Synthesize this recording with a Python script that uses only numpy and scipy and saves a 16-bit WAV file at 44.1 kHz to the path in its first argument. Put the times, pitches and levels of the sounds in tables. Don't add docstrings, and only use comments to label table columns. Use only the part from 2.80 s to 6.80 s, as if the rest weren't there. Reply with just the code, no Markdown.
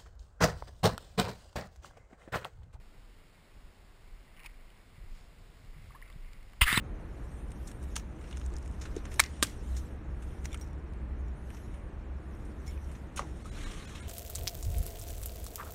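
import sys
import numpy as np
from scipy import signal
from scipy.fft import rfft, irfft, next_fast_len
from scipy.io import wavfile
from scipy.ndimage import map_coordinates

SR = 44100
rng = np.random.default_rng(int(sys.argv[2]) if len(sys.argv) > 2 else 0)


def to_wav(sig):
    pcm = np.clip(np.atleast_2d(sig), -1, 1) * 32767
    pcm = np.round(pcm).astype(np.int16)
    wavfile.write(sys.argv[1], SR, pcm.T)


def undo_db(level):
    steps = np.asarray(level, float) / 20
    return 10 ** steps


N = 176400
T = np.arange(N) / SR

# (frequency [Hz], level [dB])
SLOSH_SPECTRUM = [(50, -52), (70, 2), (140, -6), (220, -17.5), (400, -35.5)]
# (centre [Hz], width [Hz], gain [dB])
HOUSING_PEAKS = [(1170, 410, -4), (2050, 340, -0.5), (2700, 330, 0.5), (3840, 450, -19), (4540, 680, -26.5)]
ROUGH_DB = 3


def unit(x):
    return x / np.sqrt(np.mean(x ** 2) + 1e-20)


def along(points, hz):
    point_hz, point_db = np.transpose(points)
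    return undo_db(np.interp(np.log(hz + 1), np.log(point_hz + 1), point_db))


def curve(rows):
    time_s, level_db = np.transpose(rows)
    return np.interp(T, time_s, level_db)


def wobble(knots_per_s):
    return map_coordinates(rng.standard_normal(400), [T * knots_per_s])


def filtered(x, response):
    size = next_fast_len(N + 8192)
    return irfft(rfft(x, size) * response(np.fft.rfftfreq(size, 1 / SR)), size)[:N]


def noise(spectrum):
    return unit(filtered(rng.standard_normal(N), lambda hz: along(spectrum, hz)))


def ring(x, peaks):
    def response(hz):
        total = 0
        for k, (centre_hz, width_hz, db) in enumerate(peaks):
            damping = 1j * hz * width_hz
            total = total + (-1) ** k * undo_db(db) * damping / (centre_hz ** 2 - hz ** 2 + damping)
        return total
    return filtered(x, response)


def grains(per_s, peaks):
    clicks = (rng.random(N) < per_s / SR) * rng.standard_normal(N)
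    return unit(ring(ring(clicks, peaks), peaks))


def add(out, start_s, x):
    part = out[round(start_s * SR):][:len(x)]
    part += x[:len(part)]


def chirp(start_hz, end_hz, life_s, db):
    u = np.clip(T[:3000] / life_s, 0, 1)
    phase = 2 * np.pi * np.cumsum(start_hz + (end_hz - start_hz) * u) / SR
    return undo_db(db) * np.sin(np.pi * u ** 0.57) * np.sin(phase)


def thump(hz, sag_per_s, db, rise_s, t60_s):
    t = T[:9000]
    envelope = undo_db(db - 60 * t / t60_s) * (1 - np.exp(-t / rise_s))
    return envelope * np.sin(2 * np.pi * hz * (1 - np.exp(-sag_per_s * t)) / sag_per_s)


def hiss():
    # (frequency [Hz], level [dB])
    hiss_spectrum = [(41, -34.5), (70, -1), (101, 3.5), (129, -7.5), (158, -0.5), (539, -7), (637, -7.5),
                     (2130, -13.5), (4380, -19), (5900, -22.5), (7670, -48.5), (13000, -120)]
    return undo_db(-63 + 0.25 * wobble(2.3)) * noise(hiss_spectrum)


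def wind_rumble():
    # (frequency [Hz], level [dB])
    rumble_spectrum = [(12, -29), (22, 6), (45, -2), (65, -16), (130, -33.5), (250, -61), (400, -87)]
    # (time [s], level [dB])
    rumble_level = [(0.0, -50), (0.65, -62.5), (0.79, -50), (0.82, -74.5), (0.85, -46.5), (0.96, -59),
                    (1.39, -43.5), (1.45, -56), (1.7, -46.5), (1.85, -53.5), (2.15, -57.5), (2.23, -45.5),
                    (2.56, -52.5), (3.08, -49.5), (3.18, -52.5), (3.41, -43.5), (3.58, -48.5), (3.78, -48)]
    return undo_db(curve(rumble_level) + 1.44 * wobble(6.4)) * noise(rumble_spectrum)


def hull():
    # (time [s], level [dB])
    slosh_level = [(0, -68.5), (2.0, -67), (2.5, -62.5), (2.9, -60.5), (3.08, -57), (3.2, -60.5),
                   (3.5, -65.5), (3.8, -59)]
    # (time [s], frequency [Hz], level [dB], length [cycles])
    thuds = [(2.18, 107.3, -43, 1.6), (2.238, 80.5, -44, 1.2), (2.959, 148.4, -50, 7.33),
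             (3.07, 100, -51, 4.3), (3.359, 120, -42.5, 1.3)]
    out = undo_db(curve(slosh_level) + 1.4 * wobble(15)) * noise(SLOSH_SPECTRUM)
    for start_s, hz, db, cycles in thuds:
        add(out, start_s, chirp(hz, hz, cycles / hz, db))
    return out


def sleeve_rustle():
    # (frequency [Hz], level [dB])
    rustle_spectrum = [(800, -27), (2000, -6), (5900, -1)]
    centre_s, width_s, peak_db = 2.377, 0.078, -61.5
    return undo_db(peak_db) * np.exp(-((T - centre_s) / width_s) ** 2) * noise(rustle_spectrum)


def blow():
    # (frequency [Hz], level [dB])
    crackle_spectrum = [(150, -35), (300, -21), (700, -29), (1000, -6.5), (1600, -5), (2900, 1.5),
                        (3500, -5), (4200, -16), (4800, -10), (6000, -25)]
    # (time [s], level [dB])
    crackle_level = [(3.8102, -27.5), (3.814, -24), (3.819, -23), (3.83, -26), (3.84, -28.5),
                     (3.847, -40.5), (3.865, -44), (3.885, -38.5), (3.91, -35), (3.94, -35.5), (3.96, -40),
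                     (4, -40.5)]
    # (time [s], level before a common gain [dB])
    snap_hits = [(3.815, -2), (3.816, -3.5), (3.8179, 1.5)]
    # (time [s], start [Hz], end [Hz], life [s], level [dB])
    rebound = (3.848, 23, 23, .024, -25)
    started = T > crackle_level[0][0]
    out = started * undo_db(curve(crackle_level) + 1.5 * wobble(90)) * noise(crackle_spectrum)
    add(out, 3.818, -thump(hz=65.3, sag_per_s=20, db=-7, rise_s=0.0047, t60_s=0.065))
    add(out, rebound[0], -chirp(*rebound[1:]))
    snaps = np.zeros(N)
    for hit_s, db in snap_hits:
        snaps[round(hit_s * SR)] = -undo_db(db + 14.5)
    return out + ring(snaps, HOUSING_PEAKS)


def scrape():
    # (centre [Hz], width [Hz], gain per pass [dB])
    rubbed_peaks = [(1250, 400, -4), (2064, 460, 0.5), (1584, 304, -15)]
    # (frequency [Hz], level [dB])
    wash_spectrum = [(120, -25), (300, -13), (700, -12), (1100, -5), (2500, -4), (3800, -5.5),
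                     (5000, -12.5), (6000, -8)]
    # (time [s], level [dB])
    scrape_level = [(3.853, -43), (3.863, -37), (3.868, -31), (3.882, -25), (3.89, -31), (3.898, -28),
                    (3.912, -32), (3.927, -31), (3.94, -30.5), (3.955, -33), (3.97, -31.5), (3.99, -36.5),
                    (4, -38)]
    # (time [s], level [dB])
    bump_level = [(3.86, -55), (3.902, -50), (3.934, -43), (3.952, -45), (3.978, -42), (4.0, -36)]
    # (time [s], start [Hz], end [Hz], life [s], level before wobble [dB])
    squeak = (3.956, 3950, 4100, .022, -31)
    wash_over_slips_db = -4.5
    rub = grains(per_s=5000, peaks=rubbed_peaks) + undo_db(wash_over_slips_db) * noise(wash_spectrum)
    out = (T > scrape_level[0][0]) * undo_db(curve(scrape_level) + 1.0 * wobble(90)) * rub
    out += (T > bump_level[0][0]) * undo_db(curve(bump_level)) * noise(SLOSH_SPECTRUM)
    add(out, squeak[0], chirp(*squeak[1:]) * undo_db(ROUGH_DB * wobble(320)[:3000]))
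    return out


def knocks():
    # (time [s], level [dB])
    knock_hits = [(3.928, -21), (3.9757, -15)]
    # (frequency [Hz], level over the knock [dB], t60 [s])
    knock_modes = [(1150, -5.5, 0.015), (2900, -11, 0.0108), (3640, -1.5, 0.015), (4700, -17.5, 0.0063)]
    # (start [Hz], sag [per s], level over the knock [dB], rise [s], t60 [s])
    knock_push = (430, 270, 2.5, .0015, .028)
    push_lead_s, burst_over_knock_db, burst_t60_s = 0.001, 7.5, 0.031
    out, bursts, t = np.zeros(N), np.zeros(N), T[:9000]
    for hit_s, db in knock_hits:
        for hz, mode_db, t60_s in knock_modes:
            add(out, hit_s, undo_db(db + mode_db - 60 * t / t60_s) * np.sin(2 * np.pi * hz * t))
        burst_gain = undo_db(db + burst_over_knock_db - 60 * t / burst_t60_s)
        add(bursts, hit_s, burst_gain * rng.standard_normal(len(t)))
        add(out, hit_s - push_lead_s, -undo_db(db) * thump(*knock_push))
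    return out + ring(bursts, HOUSING_PEAKS)


def stirred_water():
    # (centre [Hz], width [Hz], gain per pass [dB])
    fizz_peaks = [(1100, 290, -3), (2107, 482, 0.5), (2900, 200, -3.5)]
    # (time [s], level [dB])
    stir_level = [(0, -79), (.7, -72.5), (1.1, -81), (1.4, -70), (1.55, -73), (1.6, -66), (1.62, -64),
                  (1.65, -58), (1.67, -54), (1.685, -68), (1.8, -70), (2.1, -75.5), (2.35, -70), (2.6, -78),
                  (3.0, -71), (3.09, -69.5), (3.28, -66), (3.41, -77), (3.45, -65.5), (3.53, -67),
                  (3.78, -70.5)]
    return undo_db(curve(stir_level) + 2.2 * wobble(25.07)) * grains(per_s=2400, peaks=fizz_peaks)


def bubbles():
    # (time [s], start [Hz], end [Hz], life [s], level before wobble [dB])
    bubble_rows = [(1.615, 1044, 1150, 0.018, -63), (1.633, 614, 897, 0.01, -60.5),
                   (1.646, 808, 1150, 0.0146, -57), (3.105, 1100, 1210, 0.0109, -55.5),
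                   (3.135, 680, 1010, .02, -60.5), (3.148, 976, 1236, 0.0282, -52.5),
                   (3.147, 1680, 1750, 0.013, -53), (3.21, 950, 1250, 0.016, -63.5),
                   (3.223, 1750, 2430, 0.0111, -48.5), (3.3, 1100, 1230, 0.015, -57),
                   (3.733, 1090, 1190, 0.0095, -58)]
    out = np.zeros(N)
    for start_s, start_hz, end_hz, life_s, db in bubble_rows:
        tone = chirp(start_hz, end_hz, life_s, db)
        add(out, start_s, tone * undo_db(ROUGH_DB * wobble(360)[:3000]))
    return out


def slaps():
    # (time [s], ring level [dB], ring start [Hz], spray level [dB])
    slap_rows = [(1.566, -51, 2890, -58), (1.572, -50, 2900, -58), (1.5945, -44, 2450, -52),
                 (1.601, -46.5, 2750, -49), (1.6335, -42, 2260, -52), (1.642, -45, 2500, -51.5),
                 (1.647, -46, 2680, -51), (1.653, -43, 2360, -49), (1.658, -39, 2300, -43),
                 (1.6612, -30.5, 2400, -38), (1.6655, -46, 2350, -47), (1.669, -41, 2136, -52),
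                 (1.696, -48, 1930, -60), (1.742, -49.5, 2220, -66.5), (1.903, -49, 2900, -57.5),
                 (3.121, -46.5, 2050, -62), (3.217, -50, 2700, -52), (3.279, -55, 2050, -51),
                 (3.3005, -47, 1983, -48.5), (3.326, -51.5, 3500, -52), (3.532, -48, 2310, -41.5),
                 (3.629, -59.5, 2070, -51), (3.734, -49, 2160, -50)]
    # (frequency [Hz], level [dB])
    spray_spectrum = [(400, -28), (800, -8), (2500, 1.5), (3900, -3), (5000, -3), (6000, -9.5)]
    ring_t60_s, ring_rise_s = 0.012, 0.00059
    spray_t60_s, spray_rise_s = 0.00958, 0.00023
    tones, spray_gain, t = np.zeros(N), np.zeros(N), T[:2000]
    ring_shape = undo_db(-60 * t / ring_t60_s) * (1 - np.exp(-t / ring_rise_s))
    spray_shape = undo_db(-60 * t / spray_t60_s) * (1 - np.exp(-t / spray_rise_s))
    for start_s, ring_db, hz, spray_db in slap_rows:
        add(tones, start_s, undo_db(ring_db) * ring_shape * np.sin(2 * np.pi * hz * t * (1 + 6 * t)))
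        add(spray_gain, start_s, undo_db(spray_db) * spray_shape)
    return tones + spray_gain * noise(spray_spectrum)


def scene():
    background = hiss() + wind_rumble() + hull() + sleeve_rustle()
    housing = blow() + scrape() + knocks()
    water = stirred_water() + bubbles() + slaps()
    return (background + housing + water)[None]


def band_limit(x):
    return signal.sosfilt(signal.butter(12, 16390, fs=SR, output="sos"), x)


def record(dry):
    # (frequency [Hz], gain [dB])
    mirror_gain = [(6000, -0.5), (8000, -5), (10000, -13), (10900, -18.5), (11500, -24), (12000, -46.5),
                   (12500, -36), (13100, -17.5), (14200, -15.5), (15300, -10.5), (15700, -45), (16400, -54)]
    sampled_hz = 12000
    base = filtered(dry[0], lambda hz: 1 / (1 + (hz / 5700) ** 28))
    copies = 2 * base * np.cos(2 * np.pi * sampled_hz * T)
    mirrored = filtered(copies, lambda hz: along(mirror_gain, hz))
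    return band_limit((base + mirrored)[None])


dry = scene()
out = record(dry)
to_wav(out)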